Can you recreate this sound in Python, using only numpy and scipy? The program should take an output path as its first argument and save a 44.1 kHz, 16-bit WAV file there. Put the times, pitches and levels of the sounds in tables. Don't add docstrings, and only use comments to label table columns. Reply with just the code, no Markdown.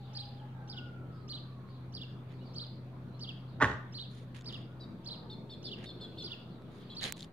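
import sys
import numpy as np
from scipy import signal
from scipy.fft import rfft, irfft, next_fast_len
from scipy.io import wavfile
from scipy.ndimage import uniform_filter1d, map_coordinates

SR = 44100
rng = np.random.default_rng(int(sys.argv[2]) if len(sys.argv) > 2 else 0)


def gain_from_decibels(decibels):
    exponent = np.asarray(decibels, float) / 20
    return 10 ** exponent


def dump_mix(stems):
    frames = np.atleast_2d(stems).T
    limited = np.clip(frames, -1, 1)
    pcm = np.round(limited * 32767).astype(np.int16)
    wavfile.write(sys.argv[1], SR, pcm)


N = 322812

# time in seconds, level in dB.
HUM = [(0, -46), (3.5, -46), (4.8, -48), (5.4, -51), (6.9, -54.5), (7.32, -58)]
# time in seconds, depth in dB.
HUM_DIPS = [
    (.72, 2),
    (1.669, 6.1),
    (4.939, 9.5),
]
# time in seconds, level in dB.
TRAFFIC = [(0, -56.5), (.35, -56), (.98, -51), (1.88, -56), (2.2, -54.5), (3.55, -54), (4.7, -53),
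           (5.26, -50), (5.69, -54), (5.87, -51.5), (6.26, -54.5), (6.74, -51.5), (7.32, -55)]
# frequency in Hz, density in dB per Hz.
RUMBLE = [(12, -51), (20, -27), (27, -34), (61, -11.5), (92, -10), (100, -5.5), (111, -8.5), (140, -12.5),
          (180, -23), (310, -120)]
DRONE = [(82, -39), (140, -16), (156, -7.5), (252, -12), (280, -17), (341, -16.5), (700, -32), (910, -46),
         (1540, -120)]
TYRES = [(290, -22), (500, -3.5), (918, -6), (1210, -7), (2140, -18), (2320, -16.5), (3000, -28.5),
         (3900, -74), (6600, -120)]
# frequency in Hz, density in dB per Hz.
CAR = [(190, -48), (270, -11), (330, 0.5), (450, -6), (750, -19), (1200, -120)]
# frequency in Hz, density in dB per Hz.
CHATTER = [(1800, -36.5), (2600, -11), (3500, -8), (4600, -13.5), (5400, -28.5), (6500, -36)]
# peak time in seconds, level in dB.
SWELLS = [(.22, -64), (2.59, -69.5), (3.44, -80), (5.1, -71), (6.22, -64.5), (6.9, -66)]
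# frequency in Hz, density in dB per Hz.
HISS = [(3240, -32), (5500, 2.5), (7920, -2.5), (8680, -1), (11100, -3), (14900, -1), (15700, -3)]
# frequency in Hz, likeness from 0 to 1.
ALIKE = [(60, 0.93), (130, 0.98), (300, 0.88), (640, 0.83), (1400, 0.16), (3000, 0.022)]
# frequency in Hz, 60 dB decay time in seconds.
FRONTS = [(100, 0.39), (1000, 0.49), (3500, 0.44), (5000, 0.43), (10000, 0.2)]

# time at the top in seconds, top pitch in Hz, coasting time in seconds, level in dB.
WAIL = [
    (.23, 1733, 1.2, -0.6),
    (5.4, 1730, 1.65, -10),
]
# frequency in Hz, level in dB.
PATH = [(980, -78.5), (1080, -65.5), (1250, -64.5), (1370, -62), (1440, -55), (1530, -64.5), (1630, -67.5),
        (1720, -78)]
# start in seconds, length in seconds, from pitch in Hz, to pitch in Hz, level in dB.
MOAN = [
    (-.1, .55, 800, 830, -60),
    (.5, .24, 870, 850, -61),
    (.5, .24, 800, 790, -63),
    (.42, .3, 1260, 1350, -70),
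    (5.033, .45, 924, 872, -64.5),
]

# seconds after start, pitch in Hz, level in dB, upper voice in dB.
TWO_HUMPS = [(.004, 2650, -28, -15), (.02, 4210, -7, 0.5), (.031, 4530, -5.5, -8.5),
             (.043, 4180, -4.5, -0.5), (.051, 2930, -14.5, -0.5), (.061, 3810, -4, -10),
             (.073, 4250, -3.5, -11), (.085, 3730, -7, -3.5), (.108, 2650, -23, -2)]
HUMP = [(0, 2610, -21, -20), (.012, 3327, -12.5, -4), (.0185, 4760, -2, -8.5), (.03, 4680, 1, -5.5),
        (.042, 4500, -2.5, 0.5), (.048, 3700, -2, -1), (.062, 3180, -2.5, -8), (.074, 2700, -22, -22)]
# seconds after the hook's start, pitch in Hz, level in dB.
HOOK = [(0, 2955, -3.5), (.012, 3696, 2.5), (.019, 3008, 0), (.035, 2650, -4), (.043, 2518, -51)]
# start in seconds, level in dB, pitch factor, time stretch.
HUMPS_AT = [(.133, -40, 1.02, 1), (1.279, -38.5, 0.98, 1.01), (2.538, -39, 1.022, 1.11),
            (3.924, -38.5, 0.97, 1.24), (5.045, -38, 1.0, 1.01), (6.949, -37, 0.99, 1.12)]
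HOOK_AT = [(0.679, -47, 1.003, 0.98), (1.924, -46, 1, 1), (3.193, -45, 0.99, 0.98),
           (4.444, -45, 0.99, 1.015), (5.627, -44.5, 1.0, 1.0), (6.222, -43, 0.99, 1.0)]
FAR_AT = [(0, -64, .85, 1.2), (1.09, -69, 1.08, 1.5), (1.66, -64, 1.0, 1.1), (2.3, -64, 1.0, 1.4),
          (2.42, -62, 1.03, 1.1), (3.45, -64, .95, 1.1), (6.47, -63, .95, 1.1)]
# seconds after start, pulse rate in Hz, level in dB.
BUZZ = [(0, 560, -13), (.006, 670, 0.5), (.013, 735, 7.5), (.028, 706, 7), (.045, 680, 7.5),
        (.062, 665, -8)]
# multiple of the pulse rate, level in dB.
BUZZ_ORDERS = [(4, -28), (5, -2), (6, -4.5), (7, -20), (10, -36), (11, -31)]
# start in seconds, level in dB, pitch factor, time stretch.
BUZZ_AT = [(4.794, -61, 1.104, 1.06), (5.293, -56, 1.03, 0.98), (5.492, -55.5, 1.024, 1.06),
           (5.645, -53.5, 1.01, 0.98), (5.852, -55.5, 1.02, 1.24), (6.0, -53, 0.99, 1.1),
           (6.171, -52, 1.005, 1.19), (6.79, -74, 0.92, 1), (6.894, -57.5, 0.96, 0.95)]
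# delay in seconds, level in dB.
ECHOES = [
    (.082, -17),
    (.172, -28),
]
# start in seconds, length in seconds, from pitch in Hz, to pitch in Hz, level in dB.
GLIDES = [(0.042, 0.046, 3780, 3370, -71), (.365, .06, 3780, 2800, -65), (1.069, 0.2, 3060, 4300, -79.5),
          (1.13, 0.09, 4970, 4880, -79), (2.408, 0.037, 2850, 2970, -67), (2.463, .05, 4760, 3970, -64),
          (3.118, .075, 3900, 4300, -70), (3.125, .07, 4100, 4500, -74), (6.793, 0.068, 3300, 3730, -71)]

# time in seconds, peak in dB, body in dB, left-right difference in dB.
TICKS = [(0.6762, -49, -3, 0), (1.6874, -69, 16, -10), (4.347, -58, -6, -2), (4.368, -38, -14, 1),
         (4.391, -44, -12, -2.5), (4.411, -39, -15, 3), (4.408, -46, -15, 0), (4.421, -45, -12, 0),
         (4.6125, -60, -10, 0), (2.846, -62, -30, 0), (5.851, -50, -6, -2), (6.155, -56, -20, 0),
         (7.0135, -34, -9, -3), (7.025, -36, -9, -3), (7.052, -34, -8, -3), (7.077, -34, -8, -3),
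         (7.081, -36, -8, -3), (7.101, -40, -2, -4), (7.165, -46, -22, -4), (7.2405, -42, -26, -3),
         (4.5258, -33, -16, -10), (4.544, -47, -33, -5), (4.6157, -58, -4, -17), (4.7275, -60, 3, -9),
         (5.8407, -46, -4, -1), (6.621, -53, 3, 0), (7.011, -36, -9, -0.5), (7.040, -20, -14, -2),
         (7.0641, -30, -5, 6), (7.084, -40, -6, 0.5), (7.097, -43, 2, -6), (7.169, -39, -21, -3),
         (7.1784, -43, -16, -8), (7.1924, -34, -24, 2), (7.196, -35, -24, 3), (7.207, -27.5, -24, 5),
         (7.2222, -34, -17, -16), (7.2285, -30, -27, 2), (7.245, -32.5, -28, 3)]
# start, hardest moment and end in seconds, grit in dB, low scrape in dB.
SCUFF = [(2.273, 2.312, 2.364, -87.5, 30.5), (4.095, 4.134, 4.28, -75, -13),
         (4.343, 4.347, 4.43, -71, 18.5), (4.45, 4.52, 4.65, -78, 19), (5.758, 5.814, 5.87, -82.5, 32.5),
         (5.833, 5.84, 5.875, -71.5, 11), (6.696, 6.767, 6.86, -77.5, -15), (7.005, 7.042, 7.125, -53, 16),
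         (7.148, 7.22, 7.275, -68, -4)]
# frequency in Hz, density in dB per Hz.
GRIT = [(590, -14), (1000, -17.5), (1330, -18), (1480, -15), (1710, -7), (2420, -10), (3450, -4.5),
        (5980, -15.5), (6870, -11.5), (7970, -25), (9250, -13.5), (13100, -31), (15500, -34)]

# time in seconds, peak in dB, thud in dB, steel in dB.
SLAM = [(3.601, -17, -14, -16), (3.608, -11, -14, -9), (3.6145, -5, -8, -2), (3.621, -1.5, -4, 0),
        (3.627, -7, -6, 0), (3.633, -9, -8, 0), (3.642, -7, -3, 0), (3.651, -12, -6, 0),
        (3.659, -18, -3, 0), (3.672, -24, 0, 0), (3.683, -24, 2, 0), (3.696, -22, 0.5, 0),
        (3.714, -24, -4, 0), (3.735, -30, -2, 0)]
# frequency in Hz, width in Hz, level in dB.
PANEL = [(865, 70, 1), (975, 60, 0), (1055, 50, 1), (1140, 60, 8), (1243, 55, 4), (1410, 220, 3),
         (1590, 100, 5), (1735, 110, 5), (1950, 300, -1), (2500, 700, -17)]
CABIN = [(69, 10, 4), (102, 16, 2), (125, 26, 1), (158, 30, 1), (205, 40, 0), (281, 45, 3), (400, 120, -1),
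         (620, 200, -3)]
CRACK = [(2650, 520, 4), (3730, 800, 2), (6000, 3000, -7), (8400, 2500, -13), (10700, 1400, -22)]

# time in seconds, level in dB, left-right difference in dB.
SNAP = (7.1235, -14, -7)
# seconds after the knock, level in dB.
REBOUNDS = [
    (0, 1),
    (.00022, -2),
    (.0007, -13),
]
# frequency in Hz, width in Hz, level in dB.
CASE = [(250, 300, 8), (900, 400, 3), (1490, 400, 1), (2400, 500, 5), (3090, 450, 4), (3860, 800, 6),
        (5000, 1200, 3), (7080, 800, 4), (8520, 800, 5.5), (10500, 1500, -6), (12800, 900, -3),
        (14500, 2000, -1), (16100, 400, 5)]


def clock():
    return np.arange(N) / SR


def unit(x):
    return x / np.sqrt(np.mean(x ** 2) + 1e-20)


def along(points, hz):
    f, v = np.transpose(points)
    return np.interp(np.log(hz + 1), np.log(f + 1), v)


def curves(rows):
    s, *cols = np.transpose(rows)
    return [np.interp(clock(), s, c) for c in cols]


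def wobble(rate):
    return map_coordinates(rng.standard_normal(int(N * rate / SR) + 4), [np.arange(N) * rate / SR])


def filtered(x, response):
    m = next_fast_len(N + SR // 2)
    return irfft(rfft(x, m) * response(np.fft.rfftfreq(m, 1 / SR)), m)[..., :N]


def modes(peaks):
    def response(f):
        total = 0
        for k, (centre, width, db) in enumerate(peaks):
            loss = 1j * f * width
            total = total + (-1) ** k * gain_from_decibels(db) * loss / (centre * centre - f * f + loss)
        return total
    return response


def ports(x, lag_s, pan_db):
    sides = np.array([[1], [-1]])
    pair = filtered(x, lambda hz: np.exp(-1j * np.pi * hz * lag_s * sides))
    return pair * gain_from_decibels(sides * pan_db / 2)


def paired(pair, gain):
    def turned(hz):
        angle = np.arccos(np.clip(along(ALIKE, hz), -1, 1)) / 2
        return gain(hz) * np.array([np.cos(angle), np.sin(angle)])
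    mid, side = filtered(pair, turned)
    return np.array([mid + side, mid - side])


def rush(spectrum, patchy_db):
    z = signal.stft(rng.standard_normal((2, N + 512)), nperseg=512)[2]
    field = uniform_filter1d(rng.standard_normal(z.shape[1:]), size=6, axis=0)
    field = uniform_filter1d(field, size=14, axis=1)
    pair = signal.istft(z * gain_from_decibels(patchy_db * unit(field)), nperseg=512)[1][:, :N]
    return unit(paired(pair, lambda hz: gain_from_decibels(along(spectrum, hz))))


def fronts(x, gap_s, slow):
    hz, t, z = signal.stft(rng.standard_normal((2, SR)), SR, nperseg=256)
    decay = gain_from_decibels(-60 * t / (slow * along(FRONTS, hz)[:, None]))
    tail = signal.istft(z * decay, SR, nperseg=256)[1]
    tail = tail / np.linalg.norm(tail[0])
    late = np.pad(x, (int(gap_s * SR), 0))[None]
    return paired(signal.fftconvolve(late, tail, axes=1)[:, :N], np.ones_like)


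def machine_hum():
    t, dip_s = clock(), 0.048
    hum_db = curves(HUM)[0] - sum(db * np.exp(-((t - s) / dip_s) ** 2) for s, db in HUM_DIPS)
    hum_hz = 128.3 - .62 * t + 0.72 * wobble(14)
    phase = 2 * np.pi * np.cumsum(hum_hz) / SR
    hum = gain_from_decibels(hum_db + 2.0 + 0.6 * wobble(18)) * (np.sin(phase) + gain_from_decibels(-18) * np.sin(2 * phase))
    return ports(hum, lag_s=1e-4, pan_db=0.45)


def traffic():
    effort_db, = curves(TRAFFIC)
    swing_db = effort_db - effort_db.mean()
    rumble = gain_from_decibels(-57.5 + 0.072 * swing_db + 1.1 * wobble(3.1)) * rush(RUMBLE, patchy_db=-1.0)
    drone = gain_from_decibels(effort_db + 2.0 + 1.7 * wobble(12)) * rush(DRONE, patchy_db=0.5)
    car_s, car_wide_s = 5.87, 0.6
    passing = gain_from_decibels(-54.5) / (1 + ((clock() - car_s) / car_wide_s) ** 2)
    car = passing * rush(CAR, patchy_db=-3.0)
    tyres = gain_from_decibels(-61.5 + 0.12 * swing_db + 0.4 * wobble(2.87)) * rush(TYRES, patchy_db=2.0)
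    return (rumble + drone + car) * gain_from_decibels([[.45], [-.45]]) + tyres


def far_chatter():
    t, rest_db, swell_db_per_s = clock(), -75.5, 30.5
    swells_db = [np.maximum(db - swell_db_per_s * np.abs(t - s), rest_db) for s, db in SWELLS]
    return gain_from_decibels(np.max(swells_db, axis=0) + 1.5) * rush(CHATTER, patchy_db=2.5)


def hiss():
    return gain_from_decibels(-81.5) * rush(HISS, patchy_db=1.2)


def wailing_siren():
    t, idle_hz, spin_up_s, coast_bend = clock(), 825, 1.1, 1.4
    spins = []
    for s, top_hz, coast_s, _ in WAIL:
        climb = ((s - t) / spin_up_s) ** 2
        coast = (np.abs(t - s) / coast_s) ** coast_bend
        spins.append((top_hz - idle_hz) * np.exp(-np.where(t < s, climb, coast)))
    spins = np.array(spins)
    hz = idle_hz + spins.max(axis=0)
    turn_db = np.transpose(WAIL)[3][spins.argmax(axis=0)]
    climbing_db = -7 * (np.gradient(hz) > 0)
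    return hz, along(PATH, hz) + turn_db + climbing_db


def sirens():
    t = clock()
    voices = [(*wailing_siren(), .006)]
    for s, length, from_hz, to_hz, db in MOAN:
        outside_s = np.maximum(np.maximum(s - t, t - s - length), 0)
        hz = np.interp(t, [s, s + length], [from_hz, to_hz])
        voices.append((hz, db - 130 * outside_s, .03))
    tone = 0
    for hz, db, unsteady in voices:
        phase = 2 * np.pi * np.cumsum(hz * (1 + unsteady * wobble(40))) / SR
        tone = tone + gain_from_decibels(db) * np.sin(phase)
    direct = ports(tone * gain_from_decibels(4.8 * wobble(14)), lag_s=1e-4, pan_db=-1.0)
    return gain_from_decibels(-2) * direct + gain_from_decibels(-3.0) * fronts(tone, gap_s=0.018, slow=1.8)


def sung(shape, calls):
    t, on = clock(), np.zeros(N)
    out = np.zeros((len(shape[0]) - 1, N)) + np.array(shape[0][1:])[:, None]
    s, *cols = np.transpose(shape)
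    for start, db, pitch, stretch in calls:
        now = (t >= start) & (t < start + s[-1] * stretch)
        out[:, now] = [np.interp(t[now], start + s * stretch, c) for c in cols]
        out[0, now] *= pitch
        on[now] = gain_from_decibels(db)
    out, on = uniform_filter1d(out, size=130), uniform_filter1d(on, size=130)
    return 2 * np.pi * np.cumsum(out[0]) / SR, on * gain_from_decibels(out[1]), out[2:]


def perched(song, lag_s, pan_db):
    leaves = gain_from_decibels(-12) * fronts(song, gap_s=.005, slow=.1)
    walls = sum(gain_from_decibels(db) * np.roll(song, round(s * SR)) for s, db in ECHOES)
    houses = gain_from_decibels(-10) * fronts(song, gap_s=.02, slow=1.1)
    return ports(song, lag_s, pan_db) + leaves + houses + fronts(walls, gap_s=.001, slow=0.035)


def whistle(shape, calls):
    hoarse = []
    for row in shape:
        octave_db = -30 + 42 * np.exp(-(row[0] / .0125) ** 3)
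        hoarse.append((*row, octave_db))
    phase, gain, (upper_db, over_db) = sung(hoarse, calls)
    phase = phase + .35 * wobble(400)
    octave = gain_from_decibels(over_db) * np.sin(2 * phase + 1.7 * wobble(500))
    air = gain_from_decibels(-39) * np.diff(rng.standard_normal(N + 1))
    upper_phase = phase + 2 * np.pi * 480 * clock() + .5 * wobble(300)
    upper = gain_from_decibels(upper_db + 3.15 * wobble(200)) * np.sin(upper_phase)
    return gain * gain_from_decibels(2.83 * wobble(250)) * (np.sin(phase) + octave + upper + air)


def buzzing():
    phase, gain, _ = sung(BUZZ, BUZZ_AT)
    phase = phase + .13 * wobble(350)
    stack = sum(gain_from_decibels(db + 3.4 * wobble(260)) * np.sin(round(k) * phase) for k, db in BUZZ_ORDERS)
    breath = gain_from_decibels(-31) * np.diff(rng.standard_normal(N + 1))
    return gain * (stack + breath)


def sparrows():
    hook_after_s, hook_upper_db = .085, -12
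    hook = [(s + hook_after_s, hz, db, hook_upper_db) for s, hz, db in HOOK]
    out = fronts(whistle(TWO_HUMPS, FAR_AT), gap_s=0.0016, slow=0.85)
    for shape, calls in ((TWO_HUMPS, HUMPS_AT), (list(HUMP) + hook, HOOK_AT)):
        out = out + perched(whistle(shape, calls), lag_s=0.000082, pan_db=-4.0)
    return out + perched(buzzing(), lag_s=-0.000033, pan_db=0.5)


def glides():
    t, song = clock(), 0
    for s, length, from_hz, to_hz, db in GLIDES:
        u = np.clip((t - s) / length, 0, 1)
        swell = np.sqrt(np.abs(np.sin(np.pi * u))) * (u < 1)
        phase = 2 * np.pi * np.cumsum(from_hz + (to_hz - from_hz) * u) / SR
        song = song + gain_from_decibels(db) * swell * np.sin(phase)
    return perched(song * gain_from_decibels(2.5 * wobble(120)), lag_s=0.00002, pan_db=-5.0)


def ticks():
    layers = np.zeros((3, 2, N))
    burst = gain_from_decibels(-60 * np.arange(300) / SR / 0.0055)
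    for (s, db, body_db, pan_db), noise in zip(TICKS, rng.standard_normal((len(TICKS), 300))):
        side = gain_from_decibels(db + np.array([[pan_db], [-pan_db]]) / 2) * burst * noise
        start = round(s * SR)
        layers[..., start:start + 300] += gain_from_decibels([[[body_db + 8.5]], [[6.5]], [[-14]]]) * side
    body, middle = modes([(1500, 1200, 0.09)]), modes([(3780, 1200, 0.11)])
    top = modes([(6680, 1300, 5.5), (9564, 2600, -18.0), (13540, 5400, -14)])
    return sum(filtered(x, lambda hz: ring(hz) ** 2) for x, ring in zip(layers, (body, middle, top)))


def feet():
    def colour(hz):
        return gain_from_decibels(along(GRIT, hz))

    def low(hz):
        return colour(hz) / (1 + (hz / 3000) ** 4)

    t, out = clock(), np.zeros((2, N))
    grains = rng.standard_normal((2, N)) * gain_from_decibels(4.2 * wobble(750) + 2 * wobble(60))
    grains[1] = .5 * grains[0] + 1.73 * grains[1]
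    bright, dull = unit(filtered(grains, colour)), unit(filtered(grains, low))
    pan_db = np.array([[2], [-2]]) / 2
    for start, hardest, end, grit_db, low_db in SCUFF:
        away = np.interp(t, [start, hardest, end], [1, 0, 1])
        on = np.clip(np.minimum(t - start, end - t) / 0.0046, 0, 1)
        press = on * gain_from_decibels(grit_db + 9.5 - 24 * away ** 3 + pan_db)
        out += press * (bright + gain_from_decibels(low_db - 16.0) * dull)
    return out


def door():
    t, layers, blows = clock(), np.zeros((3, N)), np.zeros((2, N))
    fall_s = np.array([[.02], [.04], [.045]])
    for s, db, thud_db, steel_db in SLAM:
        crack_db = -29 + steel_db + 71 * (s - SLAM[0][0])
        fall = np.where(t >= s, gain_from_decibels(-60 * np.abs(t - s) / fall_s), 0)
        layers += fall * gain_from_decibels(db + np.array([[-1.5], [thud_db + 1.5], [crack_db + 2.5]]))
        blows[:, round(s * SR) + 45] = gain_from_decibels(db + np.array([13.5, thud_db + 21.5]))
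    skin, body, edge = layers * rng.standard_normal((3, N)) * gain_from_decibels(3.5 * wobble(900))
    thud = filtered(body + blows[1], lambda hz: modes(CABIN)(hz) / (1 + 1j * hz / 2500))
    panel = filtered(skin + blows[0], lambda hz: modes(PANEL)(hz) / (1 + 1j * hz / 4000) ** 2)
    near = np.array([panel + filtered(edge, modes(CRACK)), thud])
    dull = signal.sosfilt(signal.butter(N=8, Wn=11300, fs=SR, output="sos"), near)
    top_returns = np.clip((t - SLAM[4][0]) / .02, 0, 1)
    clang, thud = dull + gain_from_decibels(-18) * (near - dull) * top_returns
    direct = ports(clang, lag_s=-0.000056, pan_db=-3.5) + ports(thud, lag_s=1e-4, pan_db=1.0)
    return direct + gain_from_decibels(-12.0) * fronts(clang + thud, gap_s=.03, slow=1.0)


def snap():
    s, db, pan_db = SNAP
    t = clock() - s
    blow = np.where(t >= 0, gain_from_decibels(-60 * np.abs(t) / 0.004), 0) * rng.standard_normal(N) * gain_from_decibels(-18)
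    for k, (after, skip_db) in enumerate(REBOUNDS):
        blow[round((s + after) * SR)] += (-1) ** (k + 1) * gain_from_decibels(skip_db)
    return gain_from_decibels(db + np.array([[pan_db], [-pan_db]]) / 2) * filtered(blow, modes(CASE))


def scene():
    street = machine_hum() + traffic() + far_chatter() + hiss()
    birds = sparrows() + glides()
    return street + sirens() + birds + ticks() + feet() + door() + snap()


def roll_off(x):
    return signal.sosfilt(signal.butter(12, 17040, fs=SR, output="sos"), x)


def record(dry):
    fade_s, fade_db, top_hz = .05, -4, 15750
    faded = dry * gain_from_decibels(fade_db * np.clip(1 + (clock() - N / SR) / fade_s, 0, 1))
    limited = filtered(faded, lambda hz: gain_from_decibels(np.interp(hz, [top_hz - 300, top_hz + 300], [0, -13])))
    mix = limited - .0007
    return roll_off(mix)


dry = scene()
out = record(dry)
dump_mix(out)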